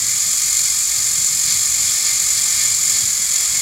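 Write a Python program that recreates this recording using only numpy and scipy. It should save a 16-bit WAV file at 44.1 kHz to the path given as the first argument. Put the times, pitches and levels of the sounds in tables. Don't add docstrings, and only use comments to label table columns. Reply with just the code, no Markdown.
import sys
import numpy as np
from scipy import signal
from scipy.fft import rfft, irfft, next_fast_len
from scipy.io import wavfile

SR = 44100
rng = np.random.default_rng(int(sys.argv[2]) if len(sys.argv) > 2 else 0)


def persist_wave(psi):
    counts = np.round(np.clip(psi, -1, 1) * 32767).astype(np.int16)
    wavfile.write(sys.argv[1], SR, np.atleast_2d(counts).T)


N = 159201
TIME = np.arange(N) / SR


def from_db(db):
    return 10 ** (np.asarray(db) / 20)


def rms_one(x):
    return x / np.sqrt(np.mean(x ** 2) + 1e-20)


def in_time(rows):
    return np.interp(TIME, *np.transpose(rows))


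def drift(rate_hz):
    step, warm_up = 40, 2000
    pole = np.exp(-2 * np.pi * rate_hz * step / SR)
    noise = rng.standard_normal(N // step + warm_up + 2)
    slow = signal.lfilter([1], [1, -2 * pole, pole * pole], noise)[warm_up:]
    return np.interp(np.arange(N) / step, np.arange(len(slow)), rms_one(slow))


def colour(x, points):
    hz, db = np.transpose(points)
    size = next_fast_len(N + SR // 2)
    bin_hz = np.maximum(np.arange(size // 2 + 1) * SR / size, 1)
    gain = from_db(np.interp(np.log(bin_hz), np.log(hz), db))
    return irfft(rfft(x, size) * gain, size)[:N]


def bursts(times, db, decay_s):
    kicks = np.zeros(N)
    np.add.at(kicks, np.clip(times * SR, 0, N - 1).astype(int), from_db(db) ** 2)
    power = signal.lfilter([1], [1, -np.exp(-2 / (decay_s * SR))], kicks + 1e-18)
    return np.sqrt(power)


def tones(rows, clock, flutter_db, flutter_hz):
    total = np.zeros(N)
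    for hz, db in rows:
        flutter = from_db(flutter_db * drift(flutter_hz))
        wave = np.sin(2 * np.pi * (hz * clock + rng.random()))
        total += from_db(db) * rms_one(flutter * wave)
    return total


def tin(x):
    # f/Hz, width/Hz, gain/dB
    modes = [(1230, 70, 6), (1780, 45, 3), (2110, 50, 8), (2175, 45, 3), (2340, 45, 7), (3335, 75, 3.2),
             (4390, 60, -1.5), (4630, 83, -4.8), (5013, 42, -1.5), (5203, 60, .9), (5974, 29, 3.9),
             (6206, 60, -6.5), (6780, 76, .3), (7000, 80, -8), (7190, 100, -.3), (7520, 59, .5),
             (7760, 50, -3.5), (8069, 74, -6), (9540, 200, -3.2), (10215, 107, -3.1), (10989, 63, -3.6),
             (12713, 122, -5.9)]
    out = x.copy()
    for hz, width_hz, db in modes:
        pole = np.exp(-np.pi * width_hz / SR)
        feed_in = np.array([1, 0, -1]) * (1 - pole * pole) / 2
        feedback = [1, -2 * pole * np.cos(2 * np.pi * hz / SR), pole * pole]
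        out += from_db(db) * signal.lfilter(feed_in, feedback, x)
    return out


def room(x, fade_s=.19, first_echo_s=.004):
    t = TIME[:SR // 2]
    tail = rng.standard_normal(len(t)) * from_db(-60 * t / fade_s) * (t > first_echo_s)
    return signal.fftconvolve(x, tail / np.sqrt(np.sum(tail ** 2)))[:N]


def base(rumble_db=-45.5, throb_db=2.5):
    # t/s, relative level/dB
    rumble_levels = [(0, -2), (.5, -1.5), (1.2, 1), (1.65, -2), (1.9, 2.5), (2.2, -1.5), (2.6, 1),
                     (2.95, 1.5), (3.25, -5), (3.61, -1.5)]
    # t/s, relative level/dB
    bumps = [(0.033, -36), (0.972, -35), (1.169, -35), (1.37, -44), (1.647, -38), (1.789, -32),
             (2.138, -37), (2.316, -45), (3.192, -34)]
    # f/Hz, gain/dB
    rumble_colour = [(20, -30), (35, -21), (48, -6), (78, -13), (98, 2), (130, -2.5), (185, -5.5),
                     (280, -15), (400, -25.5), (530, -15), (720, -39.5), (1100, -30), (2500, -53)]
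    # f/Hz, level/dB
    hum_tones = [(64.5, -52.5), (101.5, -58)]
    shake = from_db(rumble_db + in_time(rumble_levels) + throb_db * drift(rate_hz=6))
    bump_times, bump_db = np.transpose(bumps)
    shake = np.hypot(shake, bursts(bump_times, bump_db - 7, decay_s=.05))
    rumble = shake * rms_one(colour(rng.standard_normal(N), rumble_colour))
    return rumble + tones(hum_tones, TIME, flutter_db=5.5, flutter_hz=6.9)


def wheel_ticks(per_s=9000, spread_db=1):
    taps = (rng.random(N) < per_s / SR) * rng.choice([-1, 1], N)
    return taps * from_db(spread_db * rng.standard_normal(N))


def cars(rolling_db=-28):
    # t/s, relative level/dB
    rolling_levels = [(0, -2.5), (.3, -2.5), (.6, -4.5), (.8, -3), (1.05, -2), (1.35, -4), (1.65, -2.5),
                      (1.95, 0.5), (2.17, -0.5), (2.55, 1), (2.8, -1), (3.03, -1), (3.12, -3.5),
                      (3.3, -2.5), (3.4, 1.5), (3.61, -0.5)]
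    # f/Hz, gain/dB
    track_colour = [(200, -21.5), (500, -12.5), (900, -12), (1400, -13), (2250, -5), (2800, -9.5),
                    (3600, -2.5), (4600, 1), (5400, 4.5), (7000, -16), (10000, -3.5), (15500, -30)]
    # middle t/s, half length/s, level/dB
    scrapes = [(0.665, 0.034, -27), (1.512, 0.066, -24), (1.874, 0.089, -30.5), (2.077, 0.041, -26),
               (2.37, 0.049, -29), (2.623, 0.047, -26), (2.954, 0.052, -26.5)]
    # f/Hz, gain/dB
    rail_colour = [(500, -26), (1400, -17.5), (2250, -10), (2800, -15), (3700, -5.5), (4600, 4),
                   (5400, -1.5), (7000, -10), (15500, -28)]
    track = rms_one(tin(colour(wheel_ticks(), track_colour)))
    rail = rms_one(tin(colour(wheel_ticks(), rail_colour)))
    pressure = sum(from_db(db) * np.exp(-((TIME - middle) / half) ** 2) for middle, half, db in scrapes)
    return from_db(rolling_db + in_time(rolling_levels)) * track + pressure * rail


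def motor(turns, free_turns_per_s=46, wobble=.0015, gain_db=-2):
    # f/Hz, relative level/dB
    whine_tones = [(586.8, -60.5), (829.0, -58), (1147, -53), (1244, -55), (1470, -53.5), (1572, -54),
                   (1787, -49), (2110, -48), (2164, -46.5), (2304, -60), (2347, -46), (2455, -46)]
    clock = turns / free_turns_per_s + wobble * np.cumsum(drift(rate_hz=7.88)) / SR
    return from_db(gain_db) * tones(whine_tones, clock, flutter_db=3, flutter_hz=25)


def gears(turns, teeth=10, jitter_turns=.03, spread_db=2, rub=.85, swell_db=1.9, rattle_db=-17.5):
    # t/s, relative strength/dB
    catches = [(.352, -1), (.4205, 1.5), (.5285, 3.5), (.592, 3), (.7005, 0), (1.068, 2), (1.178, 2),
               (1.5685, .5), (1.985, .5), (2.8525, 2), (2.897, 3.5), (3.3365, 1), (3.3585, 3), (3.4078, 3)]
    # f/Hz, gain/dB
    case_colour = [(400, -52), (1000, -38.5), (1600, -33.5), (2200, -31.5), (2800, -34), (3500, -27.5),
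                   (4400, -18.5), (5600, -22.5), (6400, -13.5), (7100, -8), (8000, -15.5), (8900, -19),
                   (9700, -21), (12500, -25.5), (15500, -33.5)]
    # t/s, relative level/dB
    effort = [(0, -1), (.3, 0), (.55, 0.6), (.9, -0.5), (1.4, 0.26), (2.0, 0.1), (2.65, .6), (2.78, -0.4),
              (2.92, 0.6), (3.2, -1), (3.4, -0.5), (3.61, -1)]
    tooth_turns = np.arange(1, int(turns[-1] * teeth)) / teeth
    timing_luck, strength_luck = rng.uniform(-1, 1, (len(tooth_turns), 2)).T
    strike_times = np.interp(tooth_turns + jitter_turns * timing_luck, turns, TIME)
    chatter = rms_one(bursts(strike_times, spread_db * strength_luck, decay_s=.0022))
    force = rms_one(np.hypot(rub, chatter))
    force *= from_db(swell_db * np.cos(2 * np.pi * turns))
    catch_times, catch_db = np.transpose(catches)
    force = np.hypot(force, bursts(catch_times, catch_db, decay_s=.006))
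    rattle = tin(colour(force * rng.standard_normal(N), case_colour))
    return from_db(rattle_db + in_time(effort)) * rms_one(rattle)


def scene(start_turn=.063, room_db=-10):
    # t/s, speed/(turns per s)
    speed = [(0, 41.94), (.25, 46.245), (1.8, 46.005), (2.0, 45.964), (2.75, 45.749), (3.05, 43.323),
             (3.61, 42.562)]
    turns = start_turn + np.cumsum(in_time(speed)) / SR
    rattle = gears(turns) + cars()
    echoes = from_db(room_db) * room(rattle)
    return (rattle + echoes + motor(turns) + base())[None]


def record(dry):
    cutoff_hz = 15750
    return signal.sosfilt(signal.ellip(12, .1, 90, cutoff_hz, fs=SR, output="sos"), dry)


dry = scene()
out = record(dry)
persist_wave(out)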